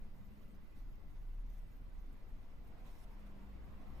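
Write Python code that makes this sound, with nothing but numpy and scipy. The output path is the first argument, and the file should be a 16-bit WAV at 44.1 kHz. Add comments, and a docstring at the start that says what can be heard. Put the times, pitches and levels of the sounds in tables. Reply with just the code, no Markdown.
"""A steady wash of air in a quiet room, over the faint hiss of a hand-held camera's microphone.
A deep rumble comes and goes, a wavering hum swells twice, and a far roar, likely traffic, slowly grows.
The hand on the camera makes two tiny clicks of the case and soft rustles of skin and sleeve.
Air, roar and handling are shaped noise; the hum, a shudder and an engine throb are wavering sines."""
import sys
import numpy as np
from scipy import signal
from scipy.fft import rfft, irfft
from scipy.io import wavfile

SR = 44100
rng = np.random.default_rng(int(sys.argv[2]) if len(sys.argv) > 2 else 0)


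def dump_mix(stems):
    """Bounce the given channels to the path in sys.argv[1] as a 16-bit WAV at rate SR."""
    frames = np.atleast_2d(stems).T  # one column per channel
    limited = np.clip(frames, -1, 1)  # hard clip at full scale
    pcm = np.round(limited * 32767).astype(np.int16)
    wavfile.write(sys.argv[1], SR, pcm)


N = 176400
TIME, FREQS = np.arange(N) / SR, np.fft.rfftfreq(N, 1 / SR)


def air(wash_db=-60, whine_db=-86.5):
    """Room tone: a dark, steady wash of air with a thin appliance whine."""
    # colour of the air: freq_hz, level_db
    spectrum = [(25, 1.5), (60, 2), (100, -2.5), (170, -6), (270, -7.5), (370, -15.5), (540, -18),
                (680, -20), (1000, -21.5), (1400, -25), (1700, -28), (2300, -29), (3000, -33),
                (5000, -38.5), (8000, -51), (15000, -60)]
    wash = patchy(noise(amp(over_hz(spectrum))), depth_db=2.1)
    whine = noise(peak(2016, width_hz=37))
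    return amp(wash_db) * wash + amp(whine_db) * whine


def rumble(shudder_hz=32.5, waver_hz=3.48, flutter_db=1.5, sway_db=3):
    """A deep rumble with a narrow shudder that swells, sinks and sways between left and right."""
    # colour of the rumble: freq_hz, level_db
    spectrum = [(6, -1.5), (16, 6.5), (24, -2.5), (33, -1), (45, -8.5), (60, -8.5), (80, -21.5),
                (140, -32.5), (400, -72)]
    # rise and fall of the rumble: time_s, level_db
    bed_fader = [(0, -47), (.4, -53.5), (.75, -51.5), (1.02, -52), (1.5, -50.5), (1.72, -55), (2.4, -50),
                 (3, -53), (4, -51)]
    # surges of the shudder: time_s, level_db
    shudder_fader = [(0, -66), (.3, -74), (.5, -71), (.78, -77), (.82, -44.5), (.88, -47), (.96, -60),
                     (1.05, -58), (1.13, -50), (1.28, -44), (1.47, -44.5), (1.6, -48.5), (1.69, -54),
                     (1.8, -49), (2.08, -48.5), (2.25, -60), (2.32, -40.5), (2.42, -61), (2.7, -62),
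                     (2.88, -51.5), (3.15, -61), (4, -71.5)]
    shudder = tone(shudder_hz + waver_hz * wander(8)) * amp(flutter_db * wander(7.1))
    sway = pan(sway_db) ** wander(14)
    bed = noise(amp(over_hz(spectrum)))
    return bed * level(bed_fader) + unit(shudder * sway) * level(shudder_fader)


def hum(waver_hz=3.2, flutter_db=0.6, skirt_db=-6):
    """One low, drifting tone in a skirt of noise, strongest near the start and the end."""
    # path of the hum: time_s, pitch_hz, level_db
    path = [(0, 210.7, -68), (.17, 201.3, -70), (.4, 204.6, -65.5), (.58, 207.1, -66.5), (.74, 202.1, -82),
            (1.6, 204, -88), (2.5, 206.9, -74.5), (2.95, 209, -79.5), (3.14, 205, -66), (3.44, 199.9, -62),
            (3.56, 202, -66), (3.68, 209.4, -65.5), (3.84, 198, -66), (4, 198.6, -79)]
    hz, gain = course(path)
    line = tone(hz + waver_hz * wander(8)) * amp(flutter_db * wander(7.6))
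    skirt = amp(skirt_db) * noise(peak(203.3, width_hz=24))
    return gain * unit(line + skirt)


def swell():
    """A short, soft rise of low noise under the first hum."""
    # colour of the swell: freq_hz, level_db
    spectrum = [(100, -26), (155, -5), (190, -10), (222, 4.5), (290, -20), (410, -8.5), (470, -17),
                (540, -12.5), (700, -24.5), (2000, -49.5)]
    # its rise and fall: time_s, level_db
    fader = [(0, -76), (.25, -76), (.42, -66.5), (.56, -70), (.8, -100)]
    return noise(amp(over_hz(spectrum))) * level(fader)


def traffic(waver_hz=3.7):
    """A far roar, a low drone and the throb of an engine speeding up, all growing toward the end."""
    # colour of the roar: freq_hz, level_db
    roar_spectrum = [(60, -9), (130, 2), (280, 0), (420, -1), (600, -1.5), (770, -2), (900, -4.5),
                     (1100, -4.5), (1500, -13), (2200, -14.5), (4000, -25.5), (8000, -36.5), (15000, -66)]
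    # early dip and slow build of the roar: time_s, level_db
    roar_fader = [(0, -73.5), (.45, -79), (.8, -85), (1.8, -79), (2.1, -73), (2.42, -71), (2.6, -73),
                  (2.72, -67), (3.55, -66), (3.78, -65.5), (3.92, -62.5), (4, -62.5)]
    # colour of the drone, above the rumble: freq_hz, level_db
    drone_spectrum = [(10, -8.5), (40, -3.5), (60, 0.5), (80, -12), (110, -8), (160, -6), (220, -12.5),
                      (300, -12.5), (450, -34), (900, -63)]
    # late rise of the drone: time_s, level_db
    drone_fader = [(0, -67), (3.1, -70), (3.4, -61.5), (3.6, -60.5), (3.78, -63), (4, -55)]
    # climb of the engine throb: time_s, pitch_hz, level_db
    throb_path = [(2.9, 35.8, -87), (3.15, 41.4, -59.5), (3.4, 47, -62), (3.6, 56, -53), (3.75, 58.53, -65),
                  (3.87, 60.46, -64), (4, 58, -52.5)]
    roar = patchy(noise(amp(over_hz(roar_spectrum))), depth_db=2.1, size=(5, 25))
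    hz, gain = course(throb_path)
    throb = gain * tone(hz + waver_hz * wander(18))
    drone = noise(amp(over_hz(drone_spectrum)))
    return roar * level(roar_fader) + drone * level(drone_fader) + throb


def clicks(rise_s=0.00053, decay_s=0.001, tail_db=-18, tail_s=0.006):
    """Tiny bright ticks of the camera's case, each a snap with a short tail."""
    # ticks: start_s, level_db, left_over_right_db
    ticks = [(0.955, -72, 4), (1.5017, -65.5, 12)]
    # resonances of the case: freq_hz, width_hz, level_db
    modes = [(5600, 700, 3), (12500, 830, 5), (13600, 490, 9)]
    ring = noise(sum(amp(db) * peak(hz, width) for hz, width, db in modes))
    out = np.zeros((2, N))
    for start, db, pan_db in ticks:
        age = np.maximum(TIME - start, 0)
        attack = np.minimum(age / rise_s, 1)
        fall = np.maximum(age - rise_s, 0)
        decay = np.exp(-fall / decay_s) + amp(tail_db) * np.exp(-fall / tail_s)
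        out += amp(db) * pan(pan_db) * attack * decay * ring
    return out


def rustles(fade_s=0.014, grain_db=1, pan_db=-2):
    """Short grainy slides of skin and sleeve, dull or bright; some ring with a narrow "shh"."""
    # slides: start_s, length_s, level_db, treble_tilt_db_per_octave, shh_strength (negative cuts a notch)
    slides = [(0.408, 0.043, -77, -8, 0), (0.75, 0.068, -76.5, -2.5, 0.13), (1.143, 0.049, -83, -3, 0.21),
              (1.513, 0.095, -78.5, .7, .3), (2.115, 0.034, -77, 5, 0), (2.186, 0.03, -88, -3, 0),
              (2.494, 0.036, -80, 7, 6.1), (2.66, 0.036, -77, 1, 0.033), (2.769, 0.053, -78, -4, -1),
              (2.839, 0.06, -72, -3, 0), (2.886, 0.099, -74.5, -.3, 1.3), (2.975, 0.083, -72.5, -0.5, 0.87),
              (3.1, 0.063, -80, 4, 2.07), (3.182, 0.042, -78, 0, 0), (3.255, 0.037, -75, -3, 0.12),
              (3.931, 0.069, -82.5, 4, 4)]
    # colour of the friction: freq_hz, level_db
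    spectrum = [(500, -1), (2000, 6.5), (3000, 4), (3800, 6.5), (4600, 3), (5500, 5), (7000, 0.5),
                (10000, 4), (11300, 2.5), (12500, 3), (14800, 4.5)]
    grain = noise(amp(over_hz(spectrum))) * amp(grain_db * wander(270))
    friction = rfft(patchy(grain, depth_db=2.5, size=(31, 11)))
    treble_octaves = np.log2(np.maximum(FREQS / 2000, 1))
    out = np.zeros((2, N))
    for start, length, db, tilt_db, shh in slides:
        stroke = np.clip(np.minimum(TIME - start, start + length - TIME) / fade_s, 0, 1)
        colour = amp(tilt_db * treble_octaves) * (1 + shh * peak(5390, width_hz=280))
        out += amp(db) * stroke * unit(irfft(friction * colour, N))
    return pan(pan_db) * out


def hiss(level_db=-82.5, flicker_db=1.55):
    """The microphone's faint, slightly restless hiss, close to the centre."""
    # colour of the hiss: freq_hz, level_db
    spectrum = [(3000, -16), (6500, -1), (8300, -5), (10000, -2), (11200, -6.5), (12400, 0.5), (13600, 2.5),
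                (15300, 1)]
    gain = amp(level_db + flicker_db * wander(35))
    return gain * patchy(noise(amp(over_hz(spectrum))), depth_db=4, size=(13, 11))


def noise(gain):
    """Diffuse stereo noise of rms 1 with the given spectrum."""
    # how alike left and right are: freq_hz, correlation (0-1)
    likeness = [(33, 0.8), (70, 0), (200, 0.6), (500, 0.3), (1000, 0.3), (2000, .02), (4500, .05),
                (6200, 0.5), (7200, 1), (15000, 1)]
    # stereo balance: freq_hz, left_over_right_db
    balance = [(40, 1), (500, 0.5), (1000, -0.6), (2000, -3), (4000, -0.9), (8000, -0.7), (14000, 0.5)]
    a, b = rfft(rng.standard_normal((2, N)))
    same, lean = over_hz(likeness), amp(over_hz(balance) / 2)
    mid, side = a * np.sqrt(1 + same), b * np.sqrt(1 - same)
    stereo = np.array([(mid + side) * lean, (mid - side) / lean])
    return unit(irfft(stereo * gain / np.sqrt(1 + same), N))


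def patchy(x, depth_db, size=(7, 9)):
    """Lets a noise flicker in small patches; size is (frequency bins, time frames)."""
    bands = signal.stft(x, nperseg=1024, noverlap=768)[2]
    patch = np.outer(np.hanning(size[0]), np.hanning(size[1]))
    flicker = unit(signal.fftconvolve(rng.standard_normal(bands.shape[1:]), patch, "same"))
    return unit(signal.istft(bands * amp(depth_db * flicker), nperseg=1024, noverlap=768)[1][:, :N])


def tone(hz):
    """A sine of rms 1 that follows a pitch curve."""
    return np.sqrt(2) * np.sin(2 * np.pi * np.cumsum(hz) / SR)


def wander(rate_hz):
    """Smooth random drift of rms 1, up to about the given rate."""
    lowpass = np.exp(-(FREQS / rate_hz) ** 2) * (FREQS > 0)
    return unit(irfft(rfft(rng.standard_normal(N)) * lowpass, N))


def peak(hz, width_hz):
    """Gain of a resonance, halved at width_hz to either side."""
    return 1 / (1 + ((FREQS - hz) / width_hz) ** 2)


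def over_hz(points):
    """Reads a table along log frequency."""
    hz, value = np.transpose(points)
    return np.interp(np.log(FREQS + 1), np.log(hz + 1), value)


def level(points):
    """Reads a dB fader curve along time, as gain."""
    return amp(np.interp(TIME, *np.transpose(points)))


def course(points):
    """Reads a path of pitch and level along time, as Hz and gain."""
    s, hz, db = np.transpose(points)
    return np.interp(TIME, s, hz), amp(np.interp(TIME, s, db))


def pan(db):
    """Left and right gains; positive dB leans left."""
    return amp(np.array([[db], [-db]]) / 2)


def amp(db):
    """Decibels to gain."""
    return 10 ** (np.asarray(db) / 20)


def unit(x):
    """Scales to rms 1."""
    return x / np.sqrt(np.mean(x ** 2) + 1e-30)


def scene():
    """The room, the far traffic and the handling noise, mixed."""
    return air() + hiss() + traffic() + rumble() + hum() + swell() + clicks() + rustles()


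def record(dry):
    """A steep high cut takes off the very top of the treble."""
    cutoff_hz = 15550
    taps = signal.firwin(511, cutoff_hz, window=("kaiser", 9), fs=SR)
    return signal.oaconvolve(dry, taps[None], "same")


dry = scene()
out = record(dry)
dump_mix(out)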